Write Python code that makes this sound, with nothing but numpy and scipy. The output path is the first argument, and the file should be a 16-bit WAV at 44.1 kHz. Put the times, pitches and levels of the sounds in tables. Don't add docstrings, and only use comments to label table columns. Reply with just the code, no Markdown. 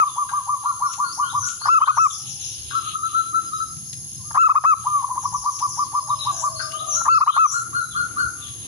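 import sys
import numpy as np
from scipy import signal
from scipy.fft import rfft, irfft, next_fast_len
from scipy.io import wavfile
from scipy.ndimage import uniform_filter1d, map_coordinates

SR = 44100
rng = np.random.default_rng(int(sys.argv[2]) if len(sys.argv) > 2 else 0)


def dump_mix(stems):
    frames = np.atleast_2d(stems).T
    limited = np.clip(frames, -1, 1)
    pcm = np.round(limited * 32767).astype(np.int16)
    wavfile.write(sys.argv[1], SR, pcm)


N = 382347

# (time [s], stretch of the rhythm [ratio], relative level [dB])
PHRASE_STARTS = [(-.345, 1.005, -0.5), (1.684, 1.01, 1.2), (4.373, 0.94, 4), (7.081, 1, 2.5)]
# (frequency [Hz], gain [dB])
THROAT_COLOUR = [(300, -25.5), (700, -10.5), (1150, 4.5), (1600, -8.5), (2200, -33), (4000, -39),
                 (9000, -61)]


def amp(db):
    return 10 ** (np.asarray(db) / 20)


def unit(x):
    return x / np.sqrt(np.mean(x ** 2) + 1e-20)


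def along(points, hz):
    f, v = np.transpose(points)
    return np.interp(np.log(hz + 1), np.log(f + 1), v)


def curves(rows):
    s, *cols = np.transpose(rows)
    return [np.interp(np.arange(N) / SR, s, c) for c in cols]


def wobble(rate, size=N):
    knots = rng.standard_normal(int(N * rate / SR) + 4)
    return map_coordinates(knots, [np.arange(size) * rate / SR])


def filtered(x, response):
    m = next_fast_len(N + SR // 2)
    return irfft(rfft(x, m) * response(np.fft.rfftfreq(m, 1 / SR)), m)[..., :N]


def add(track, s, sound):
    at = round(s * SR) + np.arange(len(sound))
    inside = (at >= 0) & (at < N)
    track[at[inside]] += sound[inside]


def pan(lean_db):
    return amp([[lean_db / 2], [-lean_db / 2]])


def noise(gain, alike):
    turn = np.arccos(np.clip(alike, -1, 1)) / 2
    mid, side = filtered(rng.standard_normal((2, N)), gain) * [[np.cos(turn)], [np.sin(turn)]]
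    return unit(np.array([mid + side, mid - side]))


def placed(x, lean_db, wet_db):
    # (frequency [Hz], time to fall 60 dB [s]); times under 0.02 s are raised to it
    porch_decay = [(200, 0.16), (1200, 0.45), (3500, 0.35), (7000, 0.42), (12000, 0.014)]
    hz, t, z = signal.stft(rng.standard_normal((2, SR // 2)), SR, nperseg=256)
    t60 = np.maximum(along(porch_decay, hz), .02)[:, None]
    tail = signal.istft(z * amp(-60 * t / t60), SR, nperseg=256)[1]
    room = signal.fftconvolve(x[None], tail / np.linalg.norm(tail[0]), axes=1)[:, :N]
    return pan(lean_db) * (x + amp(wet_db) * room)


def resonance(f, hz, width):
    return 1j * f * width / (hz * hz - f * f + 1j * f * width)


def reflections(f, echoes):
    return sum(amp(db) * np.exp(-2j * np.pi * f * delay) for delay, db in echoes)


def bouts(rows, rest_db, edge_s):
    t = np.arange(N) / SR
    gain = amp(rest_db)
    for start, end, db in rows:
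        gain = gain + amp(db) * (np.tanh((t - start) / edge_s) - np.tanh((t - end) / edge_s)) / 2
    return gain


def open_air():
    # (frequency [Hz], relative level [dB])
    air_colour = [(300, -8.5), (750, -4), (1300, -12.5), (2000, -10.5), (3000, -15), (4500, 3.5),
                  (5700, 3.5), (7000, 5), (8300, -9), (9500, -4), (11200, -31), (12200, -55), (15500, -18)]
    hiss = noise(lambda f: amp(along(air_colour, f)), alike=0.023)
    return amp(-51.5 + 0.4 * wobble(3.4)) * pan(10.4) * hiss


def rumble():
    # (frequency [Hz], relative level [dB])
    rumble_colour = [(25, -28), (55, -8.5), (95, 1), (125, 4.5), (190, -10), (320, -22.5), (600, -60.5)]
    surge_db = 3.2
    bands = [(0, 80), (80, 140), (140, 1000)]
    steady = noise(lambda f: amp(along(rumble_colour, f)), alike=0.99)
    surging = 0
    for lo, hi in bands:
        surging = surging + amp(surge_db * wobble(9.8)) * filtered(steady, lambda f: (f >= lo) & (f < hi))
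    return unit(surging)


def traffic():
    # (time [s], relative level [dB])
    rumble_swell = [(0, -58.5), (1, -56.5), (1.55, -53.5), (4.2, -49), (5.4, -53), (6.5, -49.5),
                    (7.4, -54.5), (8.1, -48.5), (8.67, -49)]
    swell_db, = curves(rumble_swell)
    return amp(swell_db + 5.5) * pan(4.2) * rumble()


def tyres():
    # (frequency [Hz], relative level [dB])
    tyre_colour = [(120, -30), (210, -6.5), (320, -2), (430, -13), (600, -19), (1200, -22), (2200, -24.5),
                   (4000, -42)]
    # (time [s], relative level [dB])
    tyre_swell = [(0.0, -73), (1.49, -61.5), (1.76, -73), (2.77, -59.5), (4.83, -67), (6.88, -59.5),
                  (7.12, -64), (8.31, -55), (8.67, -54)]
    swell_db, = curves(tyre_swell)
    hum = noise(lambda f: amp(along(tyre_colour, f)), alike=0.43)
    return amp(swell_db + 6.5 + 3.1 * wobble(7)) * pan(4.6) * hum


def sparrow_chatter():
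    # (frequency [Hz], relative level [dB])
    chatter_colour = [(2000, -21), (2800, -0.5), (3500, 2), (4200, -1), (5200, -43)]
    # (start [s], end [s], relative level [dB])
    chatter_bouts = [(-.1, .25, -70), (1.45, 1.8, -61), (2.3, 2.94, -51), (3.08, 3.2, -51),
                     (3.39, 3.47, -64), (4.74, 4.9, -69), (6.2, 6.36, -54.5), (6.82, 6.98, -54.5),
                     (8.4, 8.8, -62)]
    chatter = noise(lambda f: amp(along(chatter_colour, f)), alike=0.13)
    flicker = amp(6.5 + 3.26 * wobble(14))
    return bouts(chatter_bouts, rest_db=-67.5, edge_s=0.058) * flicker * pan(9.6) * chatter


def insect_band(f, hz, width):
    return 1 / (1 + ((f - hz) / (0.74 * width)) ** 2)


def insect_shrill():
    # (centre [Hz], nominal width [Hz], level [dB], left over right [dB])
    shrill_bands = [(6467, 180, -43, 14), (10493, 342, -41, -9), (9995, 430, -48.5, -7)]
    return sum(amp(db) * pan(lean_db) * noise(lambda f: insect_band(f, hz, width), alike=0.028)
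               for hz, width, db, lean_db in shrill_bands)


def insect_whine():
    # (frequency [Hz], relative level [dB])
    whine_lines = [(4430, -10.5), (5118, 0), (5700, -8), (7080, -11.5)]
    # (start [s], end [s], level [dB])
    whine_bouts = [(2.3, 2.85, -47.5), (3.45, 3.8, -50.5), (3.82, 4.65, -50), (5.92, 6.7, -45)]
    lines = lambda f: sum(amp(db) * insect_band(f, hz, 28) for hz, db in whine_lines)
    return bouts(whine_bouts, rest_db=-57.5, edge_s=0.027) * noise(lines, alike=0.031)


def cage_ticks():
    # (time [s], knock level before the wood [dB], edge level before its filter [dB])
    tick_rows = [(0.935, -55, -37), (1.487, -41, -37), (3.768, -63, -50.5), (3.929, -103, -37),
                 (5.59, -63, -39.5), (6.718, -55, -37.5), (8.483, -74, -46)]
    # (frequency [Hz], gain [dB])
    wood_colour = [(200, -20), (700, -11), (1400, 11), (2200, -52), (4000, -51)]
    knock, edge, t = np.zeros(N), np.zeros(N), np.arange(SR // 10) / SR
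    knock_t60_s, edge_t60_s = 0.018, 0.054
    for s, knock_db, edge_db in tick_rows:
        add(knock, s, amp(knock_db - 60 * t / knock_t60_s) * rng.standard_normal(len(t)))
        add(edge, s, amp(edge_db - 60 * t / edge_t60_s) * rng.standard_normal(len(t)))
    wood = filtered(knock, lambda f: amp(along(wood_colour, f)))
    snap = filtered(edge, lambda f: 1 / (1 + (f / 7500) ** 4) / (1 + (2200 / (f + 1)) ** 4))
    return placed(wood + snap, lean_db=32.0, wet_db=-10.5)


def whistles(rows, rasp, turn=.5, swell_db=0, flutter_hz=400):
    song = np.zeros(N)
    flutter = 1 + rasp * wobble(flutter_hz)
    for s, length, start_hz, middle_hz, end_hz, db in rows:
        u = np.linspace(0, 1, max(int(length * SR), 8))
        hz = np.interp(u, [0, np.clip(turn, 0, 1), 1], [start_hz, middle_hz, end_hz])
        hz = uniform_filter1d(hz, size=len(u) // 6, mode="nearest")
        hz = hz * np.take(flutter, round(s * SR) + np.arange(len(u)), mode="wrap")
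        level = amp(db + swell_db * (u - 1.5)) * signal.windows.tukey(len(u), .2)
        add(song, s, level * np.sin(2 * np.pi * np.cumsum(hz) / SR))
    return song


def distant_hoots():
    # (time [s], length [s], start [Hz], middle [Hz], end [Hz], relative level [dB])
    hoot_rows = [(2.15, 0.32, 820, 817, 802, -63.5), (6.0, 0.33, 643, 634, 623, -59),
                 (6.26, 0.081, 810, 776, 724, -44), (6.28, 0.2, 1570, 1560, 1526, -56),
                 (6.3, 0.736, 675, 647, 627, -49), (6.8, 0.14, 753, 723, 718, -51)]
    return amp(1.5) * placed(whistles(hoot_rows, rasp=0.046), lean_db=2.5, wet_db=0.5)


def far_whistles():
    # (time [s], length [s], pitch [Hz], relative level [dB])
    thin_notes = [(0.651, 0.32, 4230, -54), (0.657, .2, 5330, -66), (1.24, 0.59, 5040, -55),
                  (1.245, 0.17, 5600, -53), (7.243, 0.068, 3990, -39.5), (7.793, 0.13, 3994, -48)]
    return whistles([(s, length, hz, hz, hz, db) for s, length, hz, db in thin_notes], rasp=0.0071)


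def falling_chips():
    # (time [s], length [s], middle pitch [Hz], relative level [dB])
    chip_rows = [(0.062, 0.086, 3500, -48.5), (2.101, 0.0083, 3510, -33), (6.093, 0.02, 3740, -41.5),
                 (6.187, 0.059, 3856, -30), (7.909, 0.031, 3390, -40), (8.413, 0.048, 3406, -40.5)]
    sweep_hz = 203
    notes = [(s, length, hz + sweep_hz, hz, hz - sweep_hz, db) for s, length, hz, db in chip_rows]
    return whistles(notes, rasp=.012)


def songbird():
    # (time [s], length [s], start [Hz], turning pitch [Hz], end [Hz], relative level [dB])
    song_notes = [(.85, 0.086, 5570, 5680, 7620, -26.5), (1.035, 0.12, 4350, 4540, 6570, -29.5),
                  (1.22, 0.1, 2890, 3280, 4200, -33), (1.37, 0.11, 6550, 5710, 7850, -20),
                  (1.59, 0.085, 4060, 4600, 5900, -27.5), (1.79, 0.09, 2910, 3240, 4660, -30.5),
                  (1.94, 0.1, 6220, 5450, 7920, -23.5), (6.305, 0.11, 7270, 5690, 7780, -22.5),
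                  (6.55, 0.087, 4280, 4550, 5830, -25), (6.7, 0.11, 2800, 3150, 4230, -31.5),
                  (6.87, 0.098, 6590, 5765, 7200, -14.5), (7.095, 0.066, 4560, 4390, 6060, -23),
                  (7.27, 0.065, 2855, 3200, 4040, -25.5), (7.425, 0.11, 6500, 5670, 7880, -19.5)]
    return whistles(song_notes, rasp=.02, turn=.66, swell_db=9.0)


def twitter():
    # (time [s], end pitch [Hz], relative level [dB])
    strokes = [(2.095, 4880, -30), (2.16, 4930, -33.5), (2.264, 5200, -31.5), (2.311, 5100, -43),
               (2.39, 4930, -30.5), (2.442, 5360, -31), (2.49, 4700, -38), (5.204, 4900, -33.5),
               (5.26, 5160, -44), (5.321, 5170, -32), (5.441, 4620, -44), (5.62, 5090, -49),
               (5.385, 4270, -36.5), (5.5, 5110, -30.5), (5.564, 4760, -32), (5.673, 5110, -31),
               (5.728, 4940, -31), (5.78, 4160, -36.5)]
    length_s, start_hz = .07, 6760
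    notes = [(s, length_s, start_hz, (start_hz + hz) / 2, hz, db) for s, hz, db in strokes]
    return whistles(notes, rasp=.05, swell_db=-5, flutter_hz=1100)


def garden_birds():
    chirps = amp(-4.5) * placed(songbird() + falling_chips() + far_whistles(), lean_db=7.5, wet_db=4)
    twitters = amp(-16.5) * placed(twitter(), lean_db=7, wet_db=7.5)
    return chirps + twitters + distant_hoots()


def coos(notes, low_hz, rise_s, droop, swell_s, fade_s, overtones_db, jitter, pop, pop_s, rattle):
    rattle_hz, rattle_s = 184, 0.006
    overtone_bloom = 3
    voice = np.zeros(N)
    unsteady = 1 + jitter * wobble(150)
    for s, length, top_hz, end_hz, db, *warble in notes:
        t = np.arange(-SR // 25, int((length + 0.034) * SR)) / SR
        u = np.clip(t / length, 0, 1.15)
        scoop = (top_hz - low_hz) / (1 + np.exp(t / rise_s))
        hz = top_hz - scoop - (top_hz - end_hz) * u ** droop
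        if warble:
            hz = hz - warble[0] * np.sin(2 * np.pi * (u - .55) / 0.392) * np.exp(-((u - .76) / 0.33) ** 2)
        drift = np.take(unsteady, round(s * SR) + np.arange(len(t)), mode="wrap")
        phase = 2 * np.pi * np.cumsum(hz * drift) / SR
        pressure = 1 / (1 + np.exp((.002 - t) / swell_s)) / (1 + np.exp((t - length) / fade_s + 1))
        pressure = pressure * np.clip((t + .018) / .008, 0, 1)
        burst = 1 + pop * np.exp(-((t - pop_s) / .0028) ** 2)
        shake = np.cos(2 * np.pi * rattle_hz * (t - pop_s)) * np.exp(-np.abs(t - pop_s) / rattle_s)
        burst = burst * (1 + rattle * shake)
        reach = np.minimum(hz / top_hz, 1) ** overtone_bloom
        overtones = sum(amp(level) * reach ** (k - 2) * np.sin(k * phase)
                        for k, level in enumerate(overtones_db, 2))
        add(voice, s + t[0], amp(db) * pressure * burst * (np.sin(phase) + pressure * overtones))
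    return voice


def flutter_pulses(rows, throat):
    pulses = np.zeros(N)
    for s, length, db in rows:
        t = np.arange(int(length * SR) + 1) / SR
        cycle = np.cumsum(300 * np.exp(0.18 * wobble(200, size=len(t)))) / SR
        grain = np.exp(-2 * (cycle % 1)) * np.tanh(rng.standard_normal(len(t)))
        add(pulses, s, amp(db) * signal.windows.tukey(len(t), .6) * grain)
    return filtered(pulses, lambda f: amp(along(throat, f)))


def far_beats():
    # (time [s], first gap [s], first top pitch [Hz], first relative level [dB])
    far_runs = [(0.649, .183, 1433, -30), (6.957, .186, 1415, -23)]
    slowing_s = .007
    climb_hz, swell_db = 15, 1
    return [(s + k * gap + slowing_s * k * (k - 1) / 2, hz + k * climb_hz, db + k * swell_db)
            for s, gap, hz, db in far_runs for k in range(7)]


def far_creaks():
    # (frequency [Hz], gain [dB])
    far_throat = [(500, -34), (900, -31), (1180, 5), (1450, -7), (1800, -34), (4000, -59)]
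    lead_s, length_s = .018, 0.0283
    flutter = flutter_pulses([(s - lead_s, length_s, db) for s, _, db in far_beats()], far_throat)
    return amp(11) * placed(flutter, lean_db=5, wet_db=0.5)


def far_dove():
    # (time [s], length [s], top pitch [Hz], relative level [dB])
    far_calls = [(2.728, 0.043, 1147, -26.5), (2.82, 0.034, 1233, -30.5), (2.99, 0.029, 1238, -25),
                 (3.085, 0.051, 1215, -32.5), (4.2, 0.04, 1030, -46), (4.246, 0.12, 1215, -47),
                 (4.75, 0.059, 1353, -31.5), (6.63, 0.047, 1224, -25.5), (6.74, 0.024, 1264, -18),
                 (6.806, 0.021, 1309, -17.5), (6.88, 0.033, 1247, -20.5), (8.36, 0.19, 1198, -50.5)]
    length_s, run_fall_hz, call_fall_hz = 0.0878, 153.6, 57
    notes = [(s, length_s, hz, hz - run_fall_hz, db) for s, hz, db in far_beats()]
    notes += [(s, length, hz, hz - call_fall_hz, db) for s, length, hz, db in far_calls]
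    voice = coos(notes, low_hz=1133, rise_s=0.0057, droop=1.345, swell_s=0.0079, fade_s=0.017,
                 overtones_db=[-37.5, -16.5, -69.5, -26.0], jitter=0.0094, pop=0.18, pop_s=0.0064, rattle=0.15)
    return amp(1.0) * placed(voice, lean_db=6.0, wet_db=-7.5)


def opening_creaks():
    # (time [s], length [s], relative level [dB])
    creak_rows = [(.288, 0.011, -24), (2.705, 0.017, -29.5), (6.591, 0.032, -25)]
    # (frequency [Hz], gain [dB])
    opening_throat = [(400, -75), (900, -12.5), (1500, 5.5), (1800, -15), (2300, -25.5), (4000, -21),
                      (9000, -56)]
    return amp(17.5) * placed(flutter_pulses(creak_rows, opening_throat), lean_db=9.0, wet_db=-2)


def left_dove():
    # (time [s], length [s], top pitch [Hz], relative level [dB])
    left_coos = [(2.747, 0.053, 1350, -11.5), (2.873, 0.026, 1312, -15), (2.95, 0.026, 1325, -11),
                 (3.029, 0.058, 1341, -13.5), (3.144, 0.083, 1347, -11), (3.341, 0.066, 1355, -10),
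                 (3.529, 0.051, 1307, -15), (3.598, 0.05, 1343, -14.5)]
    # (delay [s], level [dB])
    left_echoes = [(.046, -19), (.102, -15)]
    fall_hz, third_db = 40.6, -32.5
    shape = dict(low_hz=1190, rise_s=.007, droop=2.48, swell_s=.009, fade_s=.008,
                 jitter=0.006, pop=.9, pop_s=0.0065, rattle=0.13)
    voice = np.zeros(N)
    for s, length, hz, db in left_coos:
        voice += coos([(s, length, hz, hz - fall_hz, db)], overtones_db=[-44, third_db - db], **shape)
    voice = filtered(voice, lambda f: 1 + reflections(f, left_echoes))
    treble = filtered(voice, lambda f: f > 2000)
    body = placed(voice - treble, lean_db=6, wet_db=-11)
    return amp(-6.5) * (body + placed(treble, lean_db=7.5, wet_db=-3))


def trilling_dove():
    # (time [s], length [s], level before the cage and porch [dB])
    trill_coos = [(.024, 0.069, -22), (0.173, 0.072, -20), (.3264, 0.078, -20.5), (0.4835, .077, -19.5),
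                  (0.649, 0.072, -19.5), (0.813, 0.07, -19), (.992, .065, -19.5), (1.189, .064, -19),
                  (1.3413, .059, -19.5), (4.8593, .15, -17.5), (5.034, 0.02, -19), (5.102, 0.013, -19.5),
                  (5.1692, 0.016, -18.5), (5.2462, .0236, -18.5), (5.337, 0.03, -20),
                  (5.4517, 0.053, -19.5), (5.6163, 0.055, -19.5), (5.783, 0.061, -19.5),
                  (5.9413, 0.061, -19.2), (6.0943, 0.058, -19), (6.262, 0.059, -20), (6.43, .064, -20)]
    # (frequency [Hz], width [Hz], gain [dB], phase [rad])
    cage_ring = [(997.8, 13.6, 19.4, -1.82)]
    # (delay [s], level before dulling [dB])
    trill_echoes = [(.002775, -1.8), (.01039, -9.7), (.02744, -16.5), (.08318, -16)]
    top_hz, overshoot_hz, settle_s, fall_hz = 1219, 55, 0.02, 139.6
    creak_lead_s, creak_s = .026, 0.024
    notes = []
    for s, length, db in trill_coos:
        aim_hz = top_hz + overshoot_hz * np.exp(-length / settle_s)
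        notes.append((s, length, aim_hz, aim_hz - fall_hz, db))
    voice = coos(notes, low_hz=732, rise_s=.00643, droop=1.95, swell_s=.00566, fade_s=.0016,
                 overtones_db=[-37, -50], jitter=.003, pop=.96, pop_s=.01, rattle=.06)
    ring = lambda f: sum(amp(db) * np.exp(1j * turn) * resonance(f, hz, w) for hz, w, db, turn in cage_ring)
    dull = lambda f: 1 / (1 + (f / 1800) ** 12)
    voice = filtered(voice, lambda f: 1 + ring(f) + dull(f) * reflections(f, trill_echoes))
    creak = flutter_pulses([(s - creak_lead_s, creak_s, db) for s, _, db in trill_coos], THROAT_COLOUR)
    return placed(voice + creak, lean_db=3.2, wet_db=-17)


def close_creaks():
    # (time from its start [s], length [s], relative level [dB])
    phrase_creaks = [(-.072, 0.016, -28), (-.033, 0.031, -17.5), (0.116, 0.014, -24.5), (0.179, .02, -21),
                     (0.28, 0.016, -17)]
    rows = [(s + stretch * at, length, db + accent_db)
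            for s, stretch, db in PHRASE_STARTS for at, length, accent_db in phrase_creaks]
    return amp(19) * placed(flutter_pulses(rows, THROAT_COLOUR), lean_db=4, wet_db=-19.0)


def close_dove():
    # (time from phrase start [s], length [s], top [Hz], end [Hz], relative level [dB], warble [Hz])
    phrase_notes = [(0, .107, 1349, 1194, 0.5, 58), (0.128, 0.0308, 1361, 1090, 1.5, -5),
                    (0.192, .034, 1315, 1110, 1, -1), (0.292, .094, 1324, 1095, -1.5, -2)]
    notes = [(s + stretch * at, length, top_hz, end_hz, db + accent_db, warble)
             for s, stretch, db in PHRASE_STARTS
             for at, length, top_hz, end_hz, accent_db, warble in phrase_notes]
    voice = coos(notes, low_hz=706, rise_s=0.00595, droop=4.75, swell_s=0.0028, fade_s=0.0014,
                 overtones_db=[-26.0, -42.5, -38.5, -28.5, -46.0], jitter=0.0049,
                 pop=0.071, pop_s=0.00835, rattle=0.4)
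    return amp(-6.5) * placed(voice, lean_db=4.0, wet_db=-23.0)


def scene():
    background = open_air() + traffic() + tyres() + sparrow_chatter() + insect_shrill() + insect_whine()
    creaks = far_creaks() + opening_creaks() + close_creaks()
    doves = far_dove() + left_dove() + trilling_dove() + close_dove()
    return background + cage_ticks() + garden_birds() + creaks + doves


def limited(x, ceiling_db, attack_s, release_db_per_s):
    over_db = np.maximum(20 * np.log10(np.abs(x).max(axis=0) + 1e-9) - ceiling_db, 0)
    ramp = release_db_per_s * np.arange(N) / SR
    held_db = np.maximum.accumulate(over_db + ramp) - ramp
    keep = np.exp(-1 / (attack_s * SR))
    return x * amp(-signal.lfilter([1 - keep], [1, -keep], held_db))


def record(dry):
    lag_s, top_hz = .00103, 15800
    squeezed = limited(dry, ceiling_db=-8, attack_s=0.0026, release_db_per_s=116)
    shift = lambda hz: np.exp(1j * np.pi * hz * lag_s * np.array([[-1], [1]]))
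    return filtered(squeezed, lambda hz: (hz < top_hz) * shift(hz))


dry = scene()
out = record(dry)
dump_mix(out)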